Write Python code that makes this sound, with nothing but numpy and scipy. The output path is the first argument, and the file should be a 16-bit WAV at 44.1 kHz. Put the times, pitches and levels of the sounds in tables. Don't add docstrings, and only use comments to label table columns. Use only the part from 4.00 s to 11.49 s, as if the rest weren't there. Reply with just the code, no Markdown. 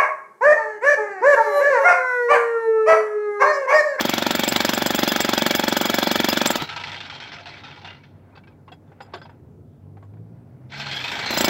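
import sys
import numpy as np
from scipy import signal
from scipy.io import wavfile

SR = 44100
rng = np.random.default_rng(int(sys.argv[2]) if len(sys.argv) > 2 else 0)


def voltage_ratio(decibels):
    exponent = np.asarray(decibels, float) / 20
    return 10 ** exponent


def to_wav(sig):
    pcm = np.clip(np.atleast_2d(sig), -1, 1) * 32767
    pcm = np.round(pcm).astype(np.int16)
    wavfile.write(sys.argv[1], SR, pcm.T)


N = 330309
HOP = 32
CLOCK = np.arange(N // HOP + 2) * HOP / SR

# (time [s], frequency [Hz], level [dB])
GEAR_MESH = [(0, 3397, -32.5), (.4, 3450, -34), (.9, 3398, -32), (1.3, 3378, -28.5), (1.8, 3403, -28.5),
             (2.44, 3475, -27), (2.52, 3157, -37), (2.7, 2747, -44), (3.0, 2544, -51.5), (3.9, 895, -75.5),
             (6.7, 1506, -81), (6.79, 2908, -55), (6.87, 3140, -47), (6.96, 3280, -29.5), (7.03, 3446, -37),
             (7.15, 3700, -40), (7.22, 3940, -56), (7.27, 4103, -34), (7.38, 4114, -27), (7.49, 3845, -47)]
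# (frequency [Hz], width [Hz], level [dB], extra level at free speed [dB])
PANELS = [(700, 19, -2.5, -2.5), (847, 48, 3, 0), (946, 42, 1.5, -2.5), (1294, 120, -1, -5.5),
          (1415, 44, -1, -6.5), (1550, 110, -2, 5), (1730, 15, -11.5, 8.5), (2030, 86, -5, 15),
          (2271, 42, 3, 8), (2523, 110, -1, -0.5), (3208, 91, 0, 1.5), (3514, 150, -1.5, -2),
          (4165, 140, -2.5, 10), (5300, 130, -3, 0.5), (8000, 160, -2, -0.5), (11500, 400, 2.5, 0),
          (12300, 640, 4.5, -2)]


def rms_one(x):
    return x / np.sqrt(np.mean(x ** 2) + 1e-20)


def in_time(rows):
    s, *columns = np.transpose(rows)
    return [np.interp(CLOCK, s, c) for c in columns]


def at_hz(points, hz):
    points = np.array(points)
    return np.interp(np.log(hz), np.log(points[:, 0]), points[:, 1])


def smooth(control):
    steps = np.diff(control)[:, None] * (np.arange(HOP) / HOP)
    return (control[:-1, None] + steps).ravel()[:N]


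def drift(rate):
    r = np.exp(-2 * np.pi * rate * HOP / SR)
    noise = rng.standard_normal(N // HOP + 2002)
    return rms_one(signal.lfilter([1], [1, -2 * r, r * r], noise)[2000:])


def bump(middle_s, half_s):
    return np.exp(-((CLOCK - middle_s) / half_s) ** 2)


def resonance(x, hz, width):
    return signal.lfilter(*signal.iirpeak(hz, hz / width, fs=SR), x)


def band_pass(order, low_hz, high_hz, x):
    return signal.sosfilt(signal.butter(order, [low_hz, high_hz], "band", fs=SR, output="sos"), x)


def high_pass(hz, x):
    return signal.sosfilt(signal.butter(2, hz, "high", fs=SR, output="sos"), x)


def clicks(seconds, sizes):
    out = np.full(N, 1e-18)
    at = np.round(np.asarray(seconds) * SR).astype(int)
    np.add.at(out, at[at < N], np.asarray(sizes)[at < N])
    return out


def ring(train, hz, t60):
    r, w = voltage_ratio(-60 / (t60 * SR)), 2 * np.pi * hz / SR
    return signal.lfilter([0, np.sin(w)], [1, -2 * r * np.cos(w), r * r], train)


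def fade(seconds, sizes, t60):
    train = np.full(len(CLOCK), 1e-18)
    np.add.at(train, np.minimum(np.round(seconds * SR / HOP).astype(int) + 1, len(train) - 1), sizes)
    return signal.lfilter([1], [1, -voltage_ratio(-60 * HOP / (t60 * SR))], train)


def noise_bank():
    edges, white = np.geomspace(30, 15900, 27), rng.standard_normal((2, N))
    return [(np.sqrt(low * high), band_pass(3, low, high, white[k % 2]))
            for k, (low, high) in enumerate(zip(edges[:-1], edges[1:]))]


def bands(bank, spectrum, shift):
    used = [(hz, noise) for hz, noise in bank if hz > spectrum[0][0]]
    total = np.sqrt(sum(voltage_ratio(2 * at_hz(spectrum, hz)) * noise[::16].var() for hz, noise in used))
    return [(hz, voltage_ratio(at_hz(spectrum, hz)) / total * np.roll(noise, shift)) for hz, noise in used]


def street(bank):
    # (frequency [Hz], density [dB per Hz])
    road_spectrum = [(15, -55.5), (25, -31.5), (48, -17), (89, -4.5), (141, 1.5), (194, -7.5), (324, -8),
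                     (587, -19.5), (672, -18), (929, -26.5), (1820, -44), (4570, -50.5), (15800, -60)]
    # (time [s], level [dB])
    road_level = [
        (0.0, -54),
        (7.49, -47.5),
    ]
    # (frequency [Hz], rms level [dB])
    hum_lines = [(96, -53), (143, -58.5), (238, -60.5), (287, -65)]
    # (time [s], firing frequency [Hz], level [dB])
    truck_surge = [
        (5.4, 72.86, -59),
        (5.75, 90.7, -50.5),
        (5.929, 97.6, -43),
        (6.069, 102.6, -50.5),
        (6.219, 107.4, -41.5),
        (6.45, 118.4, -49.5),
        (6.659, 127.4, -51.5),
        (6.82, 141.9, -43),
        (7.05, 124.2, -50.5),
    ]
    # (multiple of firing [1], level [dB])
    engine_orders = [(1, 1), (1.5, -7), (2, -17), (2.5, -18), (4.5, -20)]

    level_db, = in_time(road_level)
    road = sum(noise * smooth(voltage_ratio(level_db + 1.8 * drift(4))) for hz, noise in bands(bank, road_spectrum, N // 5))

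    t, hum = np.arange(N) / SR, 0
    for hz, db in hum_lines:
        gain = smooth(voltage_ratio(db + 1.0 + 3.5 * drift(13.0)))
        hum = hum + gain * np.sin(2 * np.pi * hz * t + smooth(0.61 * drift(1.1)))

    first, last = truck_surge[0], truck_surge[-1]
    before, after = (first[0] - .3, first[1], -90), (last[0] + 0.18, last[1], -90)
    hz, truck_db = in_time([before] + list(truck_surge) + [after])
    turn = 2 * np.pi * np.cumsum(smooth(hz * (1 + 0.011 * drift(11)))) / SR
    truck = sum(smooth(voltage_ratio(truck_db + db + 4.5 + 2.2 * drift(9.2))) * np.sin(k * turn) for k, db in engine_orders)
    return road + hum + truck


def free_rod():
    # (frequency [Hz], level [dB], t60 [s])
    free_modes = [(3300, -1, .04), (4940, 1, .04), (5040, 3, .035), (7040, 2, .045), (7700, 0, .05),
                  (9700, -9, .05), (12380, -6, .06), (12900, -9, .025)]
    # (time [s], lower family level [dB], upper family level [dB])
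    jolts = [(3.855, -73, -82), (4.356, -84, -99), (4.474, -84, -99), (4.665, -79, -105), (4.716, -69, -76),
             (5.006, -60, -69), (5.04, -72, -82), (5.135, -74, -71), (5.175, -66, -82), (5.22, -59, -86),
             (5.255, -78, -86), (5.285, -80, -85), (6.027, -90, -85)]
    s, lower_db, upper_db = np.transpose(jolts)
    touches = s[:, None] + .025 * rng.random((len(s), 10))
    out = np.zeros(N)
    for hz, db, t60 in free_modes:
        family_db = upper_db if hz > 6000 else lower_db
        size = voltage_ratio(family_db + db)[:, None] * rng.standard_normal(touches.shape)
        build_up = ring(clicks(touches.ravel(), size.ravel()), hz, t60=.011) / 30
        out += ring(build_up, hz, t60)
    return out


def knocks(bank):
    # (time [s], peak level [dB], main frequency [Hz], treble level [dB])
    contacts = [(2.598, -28, 2350, -25), (2.695, -35, 1415, -30), (2.762, -38, 1300, -30),
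                (4.354, -39.5, 2600, -28), (4.375, -42, 2600, -30), (4.476, -41, 2520, -30),
                (4.683, -41, 2780, -30), (4.72, -32, 3320, -30), (4.325, -50, 2450, -30),
                (4.522, -50, 2300, -25), (4.875, -58, 3500, -14), (5.122, -38, 900, -25),
                (5.312, -47, 910, -25), (2.622, -13, 152, -57), (4.353, -39, 1510, -11),
                (4.373, -37, 1550, -13), (4.435, -40.5, 2290, -19), (4.472, -38, 1600, -14),
                (4.509, -49, 970, -20), (4.678, -30.5, 1080, -29), (4.717, -29.5, 750, -18.5),
                (5.137, -22.5, 365, -45), (4.917, -35, 810, -47), (5.004, -20, 797, -22),
                (5.049, -48, 724, -14), (5.135, -19, 1126, -12), (5.144, -21, 700, -30),
                (5.169, -31, 710, -17), (5.215, -28.5, 1556, -18.5), (5.252, -31, 785, -17),
                (5.293, -33, 930, -31), (5.969, -34, 776, -45), (6.025, -35, 1100, -30),
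                (6.136, -42, 700, -38), (6.168, -46, 960, -38)]
    # (frequency [Hz], density [dB per Hz])
    rubble_spectrum = [(250, -6), (400, 0.5), (700, -3.5), (950, -3), (1200, -10), (1550, -10),
                       (2300, -14.5), (3500, -31), (6000, -36), (15800, -70.5)]
    # (middle time [s], half length [s], level [dB])
    drags = [
        (4.3, 0.19, -61),
        (4.913, 0.07, -67),
        (5.152, 0.19, -58),
        (6.653, 0.17, -65),
        (4.58, .08, -75),
        (6.33, .1, -71),
        (3.2, 0.032, -52),
    ]
    # (frequency [Hz], level [dB], t60 [s])
    body_modes = [(695, -8, 0.038), (935, -4, .05), (1540, -5, 0.058), (2040, -17, 0.036),
                  (2690, -4.5, .05), (3430, -11, 0.071), (4200, -24, .05), (4580, -9, 0.03),
                  (5300, -13, .02)]

    s, peak_db, main_hz, treble_db = np.transpose(contacts)
    rubble = bands(bank, rubble_spectrum, N // 2)
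    body = sum(noise * smooth(voltage_ratio(2.1 * drift(29))) for hz, noise in rubble)
    body = rms_one(body + sum(0.79 * resonance(body, hz, width) for hz, width, *_ in PANELS))
    scratch = rms_one(sum(noise for hz, noise in rubble if 3000 < hz < 4900))
    drag = voltage_ratio(-73) + sum(voltage_ratio(db) * bump(at, half) for at, half, db in drags)
    out = body * smooth(drag * voltage_ratio(1.8 * drift(11)))

    age = np.arange(round(.25 * SR)) / SR
    for k, at in enumerate(np.round(s * SR).astype(int)):
        envelope = voltage_ratio(peak_db[k] - 60 * age / 0.081) * np.minimum(age / 0.0026, 1)
        tone = np.sin(2 * np.pi * main_hz[k] * age)
        part = slice(at, at + len(age))
        out[part] += envelope * (0.34 * tone + 0.22 * body[part] + 0.4 * voltage_ratio(treble_db[k]) * scratch[part])

    touches = s[:, None] + rng.uniform(0.00083, 0.016, (len(s), 6))
    signs = rng.standard_normal(touches.shape)
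    for hz, db, t60 in body_modes:
        tilt_db = 0.5 * (treble_db + 21.5) * np.log2(hz / 500)
        size = voltage_ratio(peak_db - 30.5 + db + tilt_db + 4.5 * rng.standard_normal(len(s)))
        train = clicks(touches.ravel(), (size[:, None] * signs).ravel())
        out += ring(signal.lfilter([.3], [1, -1.1, .35], train), hz, t60)
    return out


def crank_db():
    # (time [s], dip [dB], bite [dB])
    lurches = [
        (3.815, 5, 1.5),
        (3.846, 12, 1.5),
        (4.035, 1, 9.5),
    ]
    coast_s, coast_speed, coast_loss = 2.69, 14.34, 10.2
    turns = np.arange(0, 9.6, .5)
    speed = np.sqrt(coast_speed ** 2 - 2 * coast_loss * turns)
    share = np.where(turns % 1, 0.34, 1)
    rows = list(zip(coast_s + (coast_speed - speed) / coast_loss, 7.5 * share, 7 * share, 1 / speed))
    rows += [(s, dip_db, bite_db, 0.13) for s, dip_db, bite_db in lurches]
    lengths = .0355 + .042 * np.exp(-np.arange(13) / 2.2)
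    starts = 6.72 + np.cumsum(lengths) - lengths
    rows += [(s, 4, 4, 1.73 * turn) for s, turn in zip(starts, lengths)]
    gain_db = 0
    for s, dip_db, bite_db, turn in rows:
        away = abs(CLOCK - s)
        dip, bite = -dip_db * np.exp(-away / (0.089 * turn)), bite_db * np.exp(-away / (0.57 * turn))
        gain_db = gain_db + np.where(CLOCK < s, dip, bite)
    return gain_db


def piston_load(blows):
    load = 0
    for s in blows[0]:
        load = load + bump(s - 0.0038, np.where(CLOCK < s - .007, .006, .004))
    return load


def roar(bank, load, reversal_db):
    # (time [s], level [dB])
    effort = [(0, -27), (2.6, -28.5), (2.67, -38), (3.83, -46.5), (3.85, -38.5), (4.2, -77), (4.3, -91),
              (6.68, -89.5), (6.705, -42.5), (6.79, -34.5), (6.9, -35.5), (7.1, -32), (7.29, -29),
              (7.34, -25.5), (7.49, -23)]
    # (frequency [Hz], density [dB per Hz])
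    roar_spectrum = [(28, -28.5), (60, -8), (100, -3.5), (160, -3.5), (260, -2), (500, -5), (900, -4),
                     (1200, -7), (2100, -4), (2900, -5), (4200, -7), (6450, -18.5), (8000, -24),
                     (9340, -42.5), (10800, -37), (12300, -30.5), (15800, -38)]
    # (middle time [s], half length [s], frequency [Hz], level [dB])
    buzzes = [(2.617, .03, 3200, 5), (2.643, 0.052, 3900, 16), (2.676, 0.13, 1310, 19),
              (2.8, 0.14, 950, 12.5), (2.77, .04, 2900, 8), (3.65, .04, 3700, 13), (3.05, 0.07, 2800, 3),
              (3.88, .06, 950, 9), (3.43, 0.054, 700, 19), (3.644, .04, 1330, 10.5), (3.862, 0.025, 740, 8),
              (3.92, 0.098, 2800, 12), (6.88, 0.034, 4200, 9), (6.95, .07, 3200, 8), (7.2, 0.085, 1860, 4)]

    level_db, = in_time(effort)
    off_s, on_s = 2.42, 5.4
    off, = in_time([(off_s - .03, 0), (off_s + .03, 1), (on_s - .1, 1), (on_s, 0)])
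    tilt_db = np.clip(-0.5 * (level_db + 33), -26, 0)
    tilt_db = tilt_db - 3 * off * np.clip(CLOCK - off_s, 0, 1.5)
    rattle = drift(76)
    slow = np.minimum(np.log2(in_time(GEAR_MESH)[0] / 3400), 0).clip(-.7)
    start_s = 6.72
    waking_db, = in_time([(start_s - .1, 0), (start_s - .05, -7), (start_s + 0.046, -7), (start_s + 0.26, 0)])
    free, = in_time([(6.65, 0), (7.6, 1)])

    out = np.zeros(N)
    for hz, noise in bands(bank, roar_spectrum, N // 3):
        slope = np.clip(np.log2(hz / 1500) / 1.25, -.3, 2.2)
        bite_db = reversal_db * np.clip(np.log2(hz / 300) / 1.83, 0, 1.3) * (1 if hz < 8500 else .4)
        fizz_db = np.clip(np.log2(hz / 5500), 0, 1) * 1.5 * np.minimum(level_db + 33.5, 0)
        top_db = np.clip(np.log2(hz / 12000) * 2, 0, 1) * 40.5 * slow + (hz > 8500) * waking_db
        chance_db = (1.1 + 1.0 * off) * rattle + 1.82 * drift(32)
        out += noise * smooth(voltage_ratio(level_db + slope * tilt_db + fizz_db + top_db + bite_db + chance_db))

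    ticks = (rng.random(N) < 400 / SR) * voltage_ratio(3.1 * rng.exponential(1, N).clip(0, 4)) * rng.choice([-1, 1], N)
    out += smooth(off * voltage_ratio(level_db + reversal_db + 9.5)) * band_pass(5, 500, 4500, ticks)

    out = out - 0.36 * resonance(out, 1120, 1120 / 6.5)
    peaks = np.zeros(N)
    for hz, width, db, free_db in PANELS:
        peaks += smooth(voltage_ratio(db + free_db * free + 4.5 * drift(6.5))) * resonance(out, hz, width)
    for s, half, hz, db in buzzes:
        peaks += smooth(voltage_ratio(db) * bump(s, half)) * resonance(out, hz, hz / 35)
    return (out + peaks) * smooth(voltage_ratio(-5.0) * (1 + .5 * load))


def gears(load, reversal_db):
    # (multiple [1], level [dB], share gated by load [0-1])
    mesh_orders = [(.5, -10, 1), (0.668, -9, 0), (0.941, -14, .6), (1, -2, 1.0), (1.064, -16, .6),
                   (1.499, -15.5, 1.0), (3.65, -33.5, 0.2)]
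    hz, level_db = in_time(GEAR_MESH)
    gated, = in_time([(2.52 - .05, .93), (2.52 + 0.12, 0.28)])
    throb = 1 + 0.91 * smooth(1 - gated) * np.cos(2 * np.pi * np.cumsum(smooth(hz)) / 75 / SR)
    out = np.zeros(N)
    for multiple, order_db, share in mesh_orders:
        sag = .03 * share * (.3 - load)
        wobble = .003 + 0.00399 * share + .014 * (1 - gated) * share
        turn = 2 * np.pi * np.cumsum(smooth(multiple * hz * (1 + sag + wobble * drift(60)))) / SR
        gate = np.clip(share * gated, 0, 1)
        wander_db = (-0.5 + .6 * (1.5 - gated)) * drift(22)
        gain = voltage_ratio(level_db + order_db + wander_db + 1.4 * share * reversal_db) * (1 - gate + 3.1 * gate * load)
        out += smooth(gain * (1 + .3 * drift(130))) * np.sin(turn)
    return out * throb


def blow_table():
    # (blows counted [1], time [s])
    beat = [
        (0, .008),
        (9, .3933),
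        (27, 1.16),
        (47, 2.0274),
        (57, 2.4583),
    ]
    # (time [s], slab thud level [dB])
    push = [
        (0, -15),
        (.55, -14),
        (.8, -15),
        (1.3, -13.5),
        (1.75, -14),
        (2.1, -13.5),
        (2.5, -13),
    ]
    # (time [s], crack level [dB], upper ring level [dB], lower ring level [dB])
    loose_blows = [(0.307, -16, -36.5, -41), (0.3496, -18, -26, -32.5), (0.4349, -15.5, -38, -41),
                   (0.4771, -19, -25, -31), (0.56, -13, -34, -39), (.604, -15, -43.5, -34.5),
                   (0.6478, -16, -45, -34), (.691, -13.5, -43, -37.5), (0.7334, -18.5, -31, -29),
                   (0.7761, -20, -36, -30), (0.8604, -16.5, -24.5, -31.5), (0.9463, -19.5, -27, -30),
                   (.989, -17.5, -41, -28), (1.0311, -16, -39, -30), (1.076, -17.5, -37.5, -20),
                   (1.203, -15.5, -31, -32), (1.2896, -16.5, -36, -41.5), (1.377, -15, -37, -33),
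                   (1.4626, -14.5, -34, -38), (1.549, -18, -40, -22.5), (1.68, -15.5, -34.5, -43),
                   (1.7672, -15, -28.5, -32.5), (1.8117, -18, -35, -35.5), (1.854, -17.5, -46, -30),
                   (1.9412, -16, -30, -31.5), (1.9847, -15.5, -40, -40), (2.113, -14.5, -42, -40),
                   (2.2854, -15, -42, -26), (2.458, -13.5, -22.5, -38)]
    # (time [s], thud, crack, upper ring and lower ring levels [dB])
    end_blows = [
        (2.5036, -14, -18, -25.5, -28),
        (2.556, -15.5, -17.5, -41, -37),
        (2.6194, -26, -21, -62, -66),
        (7.3061, -22, -22.5, -41, -42),
        (7.3369, -24.5, -24.5, -39, -29),
        (7.373, -21, -17, -26, -26),
        (7.407, -16, -17, -28, -32),
        (7.4432, -15, -17, -30, -22),
        (7.4802, -14, -16.5, -41, -41.5),
    ]
    base_lower_db = -39
    count, at = np.transpose(beat)
    s = np.interp(np.arange(count[-1] + 1), count, at)
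    luck = rng.standard_normal((len(s), 5))
    push_db = np.interp(s, *np.transpose(push))
    rows = np.stack([s + .0004 * luck[:, 0],
                     push_db + 0.61 * luck[:, 1],
                     push_db - 3 + 0.62 * luck[:, 2],
                     -53.5 + 2.7 * luck[:, 3],
                     base_lower_db + 3.4 * luck[:, 4]], axis=1)
    for row in loose_blows:
        rows[np.argmin(abs(s - row[0])), [0, 2, 3, 4]] = row
    s, thud_db, crack_db, upper_db, lower_db = np.transpose(np.vstack([rows, end_blows]))
    grit_db = -32.5 + 0.23 * (np.maximum(upper_db, lower_db) - base_lower_db) + 0.53 * (crack_db + 16.5)
    grit_db = grit_db + 1.1 * np.minimum(thud_db + 19.5, 0) + 1.5 * rng.standard_normal(len(s))
    return np.stack([s, thud_db, crack_db, grit_db, upper_db, lower_db])


def chisel(table):
    # (frequency [Hz], level [dB], t60 [s], share following the upper ring [0-1])
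    rod_modes = [(2740, -6, 0.043, 0.0), (3470, -6, 0.052, 0.06), (5010, 0.5, 0.048, 0.06),
                 (5110, -2.5, 0.027, 0.2), (6990, -9, 0.067, 0.6), (7620, 3, 0.031, 1),
                 (9580, -26.5, 0.042, 0.6), (12100, -12.5, 0.04, 0.2), (12410, -8.5, 0.032, 0.1),
                 (14520, -12, 0.06, .4), (15640, -6.5, .055, .3)]
    s, _, _, _, upper_db, lower_db = table
    lags = rng.uniform(.002, .016, (len(s), 3))
    touches = (s[:, None] + lags).ravel()
    out = np.zeros(N)
    for hz, level_db, t60, upper in rod_modes:
        size = voltage_ratio(upper * upper_db + (1 - upper) * lower_db + level_db + 2.0)
        out += ring(clicks(touches, (size[:, None] * rng.standard_normal(lags.shape)).ravel()), hz, t60)
    return out


def crack(bank, table):
    # (frequency [Hz], density [dB per Hz])
    crack_spectrum = [(240, -32), (400, 1), (439, -7), (588, -4), (850, -1), (1010, -9), (1670, -8.5),
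                      (1810, -11.5), (3000, -19.5), (3340, -10.5), (5810, -18.5), (7790, -16.5),
                      (9080, -38.5), (10600, -34.5), (12200, -20.5), (15800, -16)]
    # (frequency [Hz], t60 [s])
    crack_decay = [(400, 0.03), (2000, 0.074), (6000, 0.063), (15000, 0.022)]
    # (frequency [Hz], width [Hz], level [dB])
    spray = [(9710, 170, -5.5), (11400, 570, 1.5), (12240, 70, 8.5), (13560, 150, -6.5), (14760, 70, 3.5),
             (15665, 70, 8.5)]
    s, _, crack_db, grit_db = table[:4]
    crack_db = crack_db + 10 * np.log10(np.clip(1 - voltage_ratio(2 * (-25.0 - crack_db)), .1, 1))
    out = np.zeros(N)
    for hz, noise in bands(bank, crack_spectrum, 0):
        high = np.clip(np.log2(hz / 5000), 0, 1)
        level_db = (1 - high) * (crack_db + 4.5) + high * (grit_db + 13.5)
        bass_db = 6.6 * np.clip(np.log2(hz / 1500), -1.8, 0)
        size = voltage_ratio(level_db + bass_db + 0.34 * rng.standard_normal(len(s)))
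        sharp = fade(s, size, t60=0.016) + fade(s + 0.002604, 1.33 * size, t60=0.0083)
        rattle = fade(s + 0.005, (0.32 + 0.1 * high) * size, at_hz(crack_decay, hz))
        patter = fade(s + 0.0074, 0.09 * high * size, t60=0.22)
        out += noise * smooth((1 - 0.2 * high) * sharp + rattle + patter)
    return out + sum(voltage_ratio(db) * resonance(out, hz, width) for hz, width, db in spray)


def thud(table):
    # (frequency [Hz], level [dB], t60 [s], delay [ms])
    slab_modes = [(229, -19.5, 0.035, 0.41), (369.7, -7.5, 0.046, 1), (580, -17, 0.037, 0),
                  (782.7, -10, 0.029, 0.15), (1332, -19.5, 0.011, 0.053), (1550, -19.5, 0.0032, 0.024),
                  (876, -23, 0.027, 0.036), (1666, -32.5, 0.042, 0.045)]
    s, thud_db = table[:2]
    out = np.zeros(N)
    for hz, level_db, t60, start_ms in slab_modes:
        sign = 1 if start_ms > .4 else -1
        size = voltage_ratio(thud_db + 12.5 + level_db + 1.5 * rng.standard_normal(len(s))) * sign
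        again = size * voltage_ratio(-4.5 + 0.99 * rng.standard_normal(len(s)))
        first = s + start_ms / 1000
        out += ring(clicks(first, size) - clicks(first + 0.002604, again), hz, t60)
    return out


def scene():
    # (delay [ms], level [dB])
    wall_echo = [(4.6, -21), (9.5, -17), (17, -19.5)]
    bank, table, reversal_db = noise_bank(), blow_table(), crank_db()
    load = piston_load(table)
    blows = thud(table) + crack(bank, table) + chisel(table)
    blows = high_pass(200, blows)
    blows = signal.lfilter(*signal.iirnotch(440, 5.5, fs=SR), blows)
    echoes = sum(voltage_ratio(db) * np.pad(blows, (round(ms * SR / 1000), 0))[:N] for ms, db in wall_echo)
    tool = blows + echoes + gears(load, reversal_db) + roar(bank, load, reversal_db)
    mono = tool + knocks(bank) + free_rod() + street(bank)
    return np.stack([mono, mono])


def top_cut(x):
    return signal.sosfilt(signal.butter(12, 15950, fs=SR, output="sos"), x)


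def record(dry):
    hiss = voltage_ratio(-80) * signal.lfilter([1, -.3], 1, rng.standard_normal(N))
    mid = 0.86 * np.tanh((dry[0] + hiss) / 0.9)
    mid = signal.sosfilt(signal.ellip(12, .3, 85, 15800, fs=SR, output="sos"), mid)
    treble = band_pass(8, 5400, 15750, mid)
    side = voltage_ratio(-15.5) * np.pad(signal.lfilter([1, -.15], 1, treble), (300, 0))[:N]
    side = side + voltage_ratio(-52) * np.pad(high_pass(700, mid), (900, 0))[:N]
    return top_cut(np.stack([mid + side, mid - side]))


dry = scene()
out = record(dry)
to_wav(out)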